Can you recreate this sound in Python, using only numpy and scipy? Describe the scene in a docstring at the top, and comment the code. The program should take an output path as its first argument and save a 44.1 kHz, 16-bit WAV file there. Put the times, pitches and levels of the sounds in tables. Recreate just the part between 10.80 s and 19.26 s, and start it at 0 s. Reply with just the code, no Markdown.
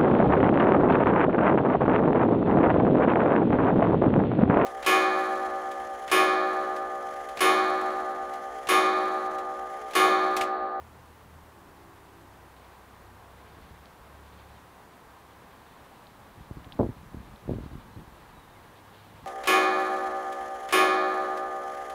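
"""Dusk on an open field. From the start, distant tyres roar, light wind buffets the microphone, a far
engine changes speed and a thin whine sounds over preamplifier hiss. A brief drone swells and dies in
the first two seconds; a dry rustle creeps in, and near 5 s the whine steps up. From 5.6 s the hand-held
camera, touched lightly before, is gripped anew: dull bumps and a rumble of rubbing reach the microphone
through the case, and the plastic ticks. A few faint chirps follow after 7 s."""
import sys
import numpy as np
from scipy import signal
from scipy.fft import rfft, irfft, next_fast_len
from scipy.io import wavfile
from scipy.ndimage import map_coordinates

SR = 44100
rng = np.random.default_rng(int(sys.argv[2]) if len(sys.argv) > 2 else 0)


def to_wav(sig):
    """Store sig (one row per channel, or 1-D mono) as 16-bit WAV at the path in sys.argv[1].

    Samples outside -1..1 are clipped; the rate is SR.
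    """
    pcm = np.clip(np.atleast_2d(sig), -1, 1) * 32767
    pcm = np.round(pcm).astype(np.int16)
    wavfile.write(sys.argv[1], SR, pcm.T)  # frames by channels


N = 373086
T = np.arange(N) / SR

# Pushes of the hand. Each row: time in seconds, force in dB, bandwidth in Hz, rubbing decay in seconds.
HAND_BUMPS = [(.560, -41.5, 130.3, .038), (2.769, -37, 190, 0.026), (2.787, -39, 288, 0.025),
              (2.908, -39, 149.4, .02), (3.008, -40, 140, 0.028), (3.205, -39, 59.7, .015),
              (5.608, -28.5, 130.5, 0.006), (5.7104, -24.5, 364, 0.002), (5.71, -25.5, 115, 0.0055),
              (5.752, -35, 151, 0.0074), (5.770, -25.5, 210, 0.013), (5.868, -32.5, 190, .02),
              (5.955, -32, 170, .012), (5.992, -10, 760, 0.0057), (5.9965, -3.5, 473, 0.0065),
              (6.0001, -6, 694, 0.0087), (6.007, -4, 500, 0.007), (6.012, -11, 680, .008),
              (6.0162, -16, 560, 0.0062), (6.0204, -15, 400, .008), (6.0256, -14, 400, 0.011),
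              (6.0316, -10.5, 620, 0.013), (6.0431, -16.5, 398, 0.02), (6.0514, -19, 480, 0.0096),
              (6.0637, -15.5, 370, .004), (6.080, -36, 170, .006), (6.090, -18, 290, 0.006),
              (6.098, -20, 226, 0.011), (6.167, -32, 139, 0.023), (6.231, -33, 188, 0.033),
              (6.259, -39, 160, 0.03), (6.345, -20.5, 260, 0.0027), (6.370, -24.5, 173, 0.012),
              (6.392, -37, 190, 0.0084), (6.403, -30, 170, 0.012), (6.536, -39, 150, 0.011),
              (6.622, -36, 140, .01), (6.658, -31, 139, .012), (6.679, -21, 300, 0.008),
              (6.688, -23, 190, .006), (6.6938, -10, 418, 0.0058), (6.711, -12.5, 372, 0.0042),
              (6.719, -14.5, 220, 0.0091), (6.735, -17, 372, 0.015), (6.758, -21, 210, .015),
              (6.768, -26, 260, 0.014), (6.785, -17.5, 337, 0.0066), (6.807, -23.5, 210, 0.011),
              (6.835, -25, 220, 0.01), (6.861, -23, 220, 0.0062), (6.915, -30, 189, .006),
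              (6.931, -26.5, 210, 0.014), (6.954, -22, 195, 0.016), (6.962, -30, 200, 0.0082),
              (6.981, -31, 200, 0.01), (7.163, -28, 159, 0.015), (7.172, -28, 250, 0.019),
              (7.183, -34, 180, .008), (7.190, -30.5, 230, 0.027), (7.276, -32, 160, .012),
              (7.323, -35, 150, .012), (8.345, -41, 160, 0.044), (8.428, -34.5, 170.7, .03)]
# Spectral peaks that give the bumps and rubbing their dull, boxy tone.
# Each row: frequency in Hz, width in Hz, gain in dB.
BUMP_COLOUR = [(69.5, 22.1, -4.5), (106.85, 96, -4.5), (232, 186, -7.5), (326, 127, -6.5), (442, 67, -10),
               (551, 60, -6), (637, 41, -5.5), (815, 57, -22), (850, 200, -9), (1400, 605, -17)]
# Snaps of the plastic. Each row: start in seconds, peak in dB, resonance in Hz, its width in Hz,
# decay of the grit in seconds.
PLASTIC_TICKS = [(1.846, -49, 3800, 2000, 0.007), (3.057, -40.5, 3800, 4200, 0.0006),
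                 (5.269, -44, 4170, 1300, 0.005), (5.845, -41, 3300, 1400, 0.0035),
                 (5.9227, -31, 3350, 1090, 0.0005), (5.928, -41, 3870, 2200, 0.007),
                 (6.56, -44, 3600, 1550, 0.0028), (8.148, -50, 3560, 1550, 0.0014)]
# Course of the engine. Each row: time in seconds, crankshaft rate in Hz, level in dB,
# extra gain of the firing order in dB.
ENGINE_COURSE = [(0, 39.7, -57, 6.5), (.3, 39.34, -61, -1), (.58, 39.57, -62, 7.5), (.85, 36.4, -65, 0),
                 (1.1, 33.3, -62.5, -2), (1.5, 32.36, -56.5, -5), (1.85, 32.3, -65, 5),
                 (2.3, 32.94, -59.5, -0.5), (2.6, 33.6, -63, 5.5), (3.02, 34.5, -60, 1),
                 (3.13, 34.65, -63, 2), (3.36, 35.38, -61, 6.5), (3.75, 35.34, -60, 1),
                 (3.95, 35.25, -65, -1), (4.3, 35.1, -65, 0), (5.1, 37.23, -69, -2),
                 (7.5, 32.23, -68.5, -14), (8.46, 34.75, -56.5, -13)]
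# Harmonics ahead of the exhaust. Each row: multiple of the crankshaft rate, relative level in dB.
CRANK_ORDERS = [(1, -17), (2, 0), (3, -3), (4, -16), (5, -16.5)]
# Partials of the drone. Each row: frequency in Hz, relative level in dB.
DRONE_PARTIALS = [(284.5, -4.5), (340.3, -1), (397.3, -4.5)]
# Course of the whine. Each row: time in seconds, pitch in Hz, level in dB.
WHINE_COURSE = [(0, 1574, -86), (.5, 1575, -76.5), (2.7, 1578, -70.5), (4.65, 1577, -74), (4.95, 1615, -80),
                (5.5, 1615, -82), (7.2, 1615, -69.5), (8.46, 1616, -73)]
# Far chirps. Each row: start in seconds, length in seconds, first and last pitch in Hz, level in dB.
CHIRP_NOTES = [(7.114, 0.06, 4120, 4080, -68), (7.535, 0.11, 3990, 3740, -71),
               (7.607, 0.19, 3720, 3660, -74), (7.745, 0.06, 2300, 1890, -64)]
# Swells of low rumble: light gusts near 0.5 and 2.85 s, a hand rubbing the camera around 6.5 s.
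# Each row: time of the peak in seconds, width in seconds, level in dB.
RUMBLE_SWELLS = [(.5, 0.61, -65.5), (2.85, 0.16, -58), (6.5, 0.87, -53)]
# Swells of the rustle. Each row: time of the peak in seconds, width in seconds, level in dB.
RUSTLE_SWELLS = [(1.89, 0.14, -68), (2.8, 0.3, -68.5), (3.55, 0.23, -69), (5.3, 0.53, -72),
                 (6.85, 0.13, -66.5), (7.65, 0.17, -83), (7.98, 0.021, -69), (8.16, 0.037, -59.5),
                 (8.24, 0.033, -64), (8.38, 0.061, -69)]
# Spectra of the four noises. Each row: frequency in Hz, relative spectral density in dB.
RUMBLE_SPECTRUM = [(15, -15), (27, -6), (43, 1.5), (100, -3.5), (190, -3.5), (320, -11.5), (600, -28),
                   (1500, -66)]
RUSTLE_SPECTRUM = [(1200, -6), (2400, 0), (3200, -2), (3800, -1), (4400, -4), (5500, -18), (9000, -45)]
TYRE_SPECTRUM = [(25, -23), (45, -9.5), (100, 0), (220, -2.5), (420, -1.5), (620, -3), (800, 0.5),
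                 (1050, 0.5), (1400, -6), (1850, -8.5), (2400, -15.5), (3600, -21.5), (5200, -38),
                 (9000, -62)]
HISS_SPECTRUM = [(100, 9), (4000, 2.5), (7000, 0.5), (12000, 0.5), (16000, -0.5)]


def handling(slips=64, slips_per_s=330, slip_db=-6, grip_s=0.00302, stick_s=0.0025, db_per_octave=26):
    """Stick-slip friction: small slips of the skin build up before each push and die away after it."""
    force = np.zeros(N)
    for s, db, bandwidth_hz, rub_s in HAND_BUMPS:
        add_push(force, s, undb(db), bandwidth_hz)
        lags = (np.arange(slips) + rng.random(slips)) / slips_per_s - 2 * grip_s
        fades_db = 20 * np.log10(np.e) * np.minimum(lags / grip_s, -lags / rub_s)
        sticking = np.exp(-(lags / stick_s) ** 2)  # the skin holds at the height of the push
        slides = rng.choice([-1, 1], slips) * (1 - sticking)
        for lag, fade_db, slide in zip(lags, fades_db, slides):
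            slip_hz = bandwidth_hz * 2 ** (fade_db / db_per_octave)  # fading slips grow duller
            add_push(force, s + lag, slide * undb(db + fade_db + slip_db), slip_hz)
    return colour_bumps(force)


def add_push(force, s, strength, bandwidth_hz, reach=1024):
    """Soft contact: flesh spreads a push into a Gaussian pulse; the longer it is, the less treble."""
    near = slice(max(int(s * SR) - reach, 0), int(s * SR) + reach)
    force[near] += strength * np.exp(-(2 * np.pi * bandwidth_hz * (T[near] - s)) ** 2 / 2)


def colour_bumps(force, leak_hz=31.6):
    """Linear filtering: spectral peaks give a dull, boxy tone; the deepest bass leaks out of the case."""
    size = next_fast_len(N + SR, True)
    f = np.fft.rfftfreq(size, 1 / SR)
    peaks = sum(undb(db) * resonance(f, hz, width) for hz, width, db in BUMP_COLOUR)
    leak = (1j * f / (leak_hz + 1j * f)) ** 2
    dispersion = 1 - 2 * resonance(f, hz=318, width_hz=790)  # the lows arrive a little late
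    return irfft(rfft(force, size) * peaks * leak * dispersion, size)[:N]


def ticks(top_hz=5200, grit_db=-22, shell_db=-17, size=4096):
    """Impulse response: a plastic seam lets go with a snap and some grit, and the shell rings briefly."""
    out = np.zeros(N + size)
    t, f = np.arange(size) / SR, np.fft.rfftfreq(size, 1 / SR)
    damping = signal.butter(N=8, Wn=top_hz, fs=SR, output="sos")
    shell = undb(shell_db) * resonance(f, hz=1800, width_hz=1300)
    for s, db, hz, width_hz, decay_s in PLASTIC_TICKS:
        snap = t == 0
        grit = undb(grit_db) * rng.standard_normal(size) * np.exp(-t / decay_s)
        ring = resonance(f, hz, width_hz) ** 2 - shell
        tick = signal.sosfilt(damping, irfft(rfft(snap + grit) * ring))
        start = int(s * SR)
        out[start:start + size] += undb(db) * tick / np.abs(tick).max()
    return out[:N]


def engine(muffler_hz=190, pipe_hz=178, pipe_width_hz=10, pipe_db=8, firing_order=2):
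    """Source and filter: the muffler passes low orders; one sings out at the pipe's resonance."""
    crank_hz, level_db, boom_db = (curve(ENGINE_COURSE, column) for column in (1, 2, 3))
    out = 0
    for order, db in CRANK_ORDERS:
        hz = order * crank_hz
        pipe = np.abs(1 + undb(pipe_db) * resonance(hz, pipe_hz, pipe_width_hz))
        muffler = 1 / np.sqrt(1 + (hz / muffler_hz) ** 20)
        gain = undb(db + boom_db * (order == firing_order)) * pipe * muffler
        out += gain * far_tone(hz, fade_db=1.4, fade_rate=7, wander=0.0045)
    return out * undb(level_db)


def drone(start_s=0.44, attack_s=0.63, hold_s=0.21, release_s=0.48, level_db=-60.5):
    """Superposition: three partials swell and die away together as one far, horn-like sound."""
    partials = sum(undb(db) * far_tone(hz, fade_db=2.2, fade_rate=13.7, wander=0.0049)
                   for hz, db in DRONE_PARTIALS)
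    corners_s = np.cumsum([start_s, attack_s, hold_s, release_s])
    return partials * undb(level_db) * np.interp(T, corners_s, [0, 1, 1, 0])


def whine():
    """A single sinusoid, heard thin and far, steps up in pitch once."""
    hz, level_db = curve(WHINE_COURSE, 1), curve(WHINE_COURSE, 2)
    return undb(level_db) * far_tone(hz, fade_db=1.0, fade_rate=9, wander=0.00094)


def chirps():
    """Frequency sweeps: short thin notes glide downward, blurred by the distance."""
    out = np.zeros(N)
    for s, length_s, start_hz, end_hz, db in CHIRP_NOTES:
        progress = np.clip((T - s) / length_s, 0, 1)
        hz = start_hz + (end_hz - start_hz) * progress
        note = far_tone(hz, fade_db=4.0, fade_rate=130, wander=0.01)
        out += undb(db) * np.sin(np.pi * progress) * note
    return out


def traffic(level_db=-54, rise_db=0.89, rise_span_s=(1.54, 1.63)):
    """Incoherent addition: many far tyres merge into one roar that the breeze stirs a little."""
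    roar_db = level_db + np.interp(T, rise_span_s, [0, rise_db])
    return noise(TYRE_SPECTRUM) * undb(roar_db + 0.26 * walk(13.0))


def rumble(breeze_db=-66, flutter_db=3.2):
    """Turbulence and friction: the breeze's low rumble swells in two gusts, then as the hand rubs."""
    strength = np.sqrt(undb(breeze_db) ** 2 + swell_power(RUMBLE_SWELLS))
    return noise(RUMBLE_SPECTRUM) * strength * undb(flutter_db * walk(22))


def rustle(start_db=-76.5, end_db=-68, rise_s=5, flutter_db=2.25):
    """Amplitude-modulated noise: a dry rustle close by creeps in and stays, swelling now and then."""
    steady = undb(np.interp(T, [0, rise_s], [start_db, end_db]))
    strength = np.sqrt(steady ** 2 + swell_power(RUSTLE_SWELLS))
    return noise(RUSTLE_SPECTRUM) * strength * undb(flutter_db * walk(30))


def far_tone(hz, fade_db, fade_rate, wander):
    """Propagation through moving air: a sinusoid of rms near 1 wavers in level and pitch."""
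    phase = 2 * np.pi * np.cumsum(hz * (1 + wander * walk(fade_rate))) / SR
    return np.sqrt(2) * np.sin(phase) * undb(fade_db * walk(fade_rate))


def resonance(f, hz, width_hz):
    """Second-order band-pass: one spectral peak, with gain 1 at its centre."""
    return 1j * f * width_hz / (hz ** 2 - f ** 2 + 1j * f * width_hz)


def noise(spectrum):
    """Spectral shaping: white noise is filtered to the given spectrum and scaled to rms 1."""
    size = next_fast_len(N, True)
    hz, db = np.transpose(spectrum)
    f = np.maximum(np.fft.rfftfreq(size, 1 / SR), 1)
    gain = undb(np.interp(np.log(f), np.log(hz), db))
    shaped = irfft(rfft(rng.standard_normal(size)) * gain, size)[:N]
    return shaped / np.sqrt(np.mean(shaped ** 2))


def swell_power(rows):
    """Incoherent addition: bell-shaped swells sum in power."""
    return sum(undb(db) ** 2 * np.exp(-((T - s) / width_s) ** 2) for s, width_s, db in rows)


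def walk(rate):
    """Smooth random fluctuation that changes about rate times a second, with a spread near 1."""
    knots = rng.standard_normal(4096)
    return map_coordinates(knots, [T * rate], order=2, mode="wrap")


def curve(rows, column):
    """Linear interpolation of one column of a table over time."""
    rows = np.array(rows)
    return np.interp(T, rows[:, 0], rows[:, column])


def undb(db):
    """Amplitude ratio of a level in decibels."""
    return 10 ** (np.asarray(db) / 20)


def scene():
    """Superposition: the far sounds and the near ones add at one microphone."""
    far = traffic() + engine() + drone() + whine() + chirps()
    near = rumble() + rustle() + handling() + ticks()
    return (far + near)[None]


def record(dry, hiss_db=-63.5, top_hz=15700):
    """Noise floor and band limit: the preamplifier adds hiss, and a steep low-pass cuts the top."""
    hiss = undb(hiss_db) * noise(HISS_SPECTRUM)
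    low_pass = signal.ellip(12, .1, 70, top_hz, fs=SR, output="sos")
    return signal.sosfilt(low_pass, dry + hiss)


dry = scene()
out = record(dry)
to_wav(out)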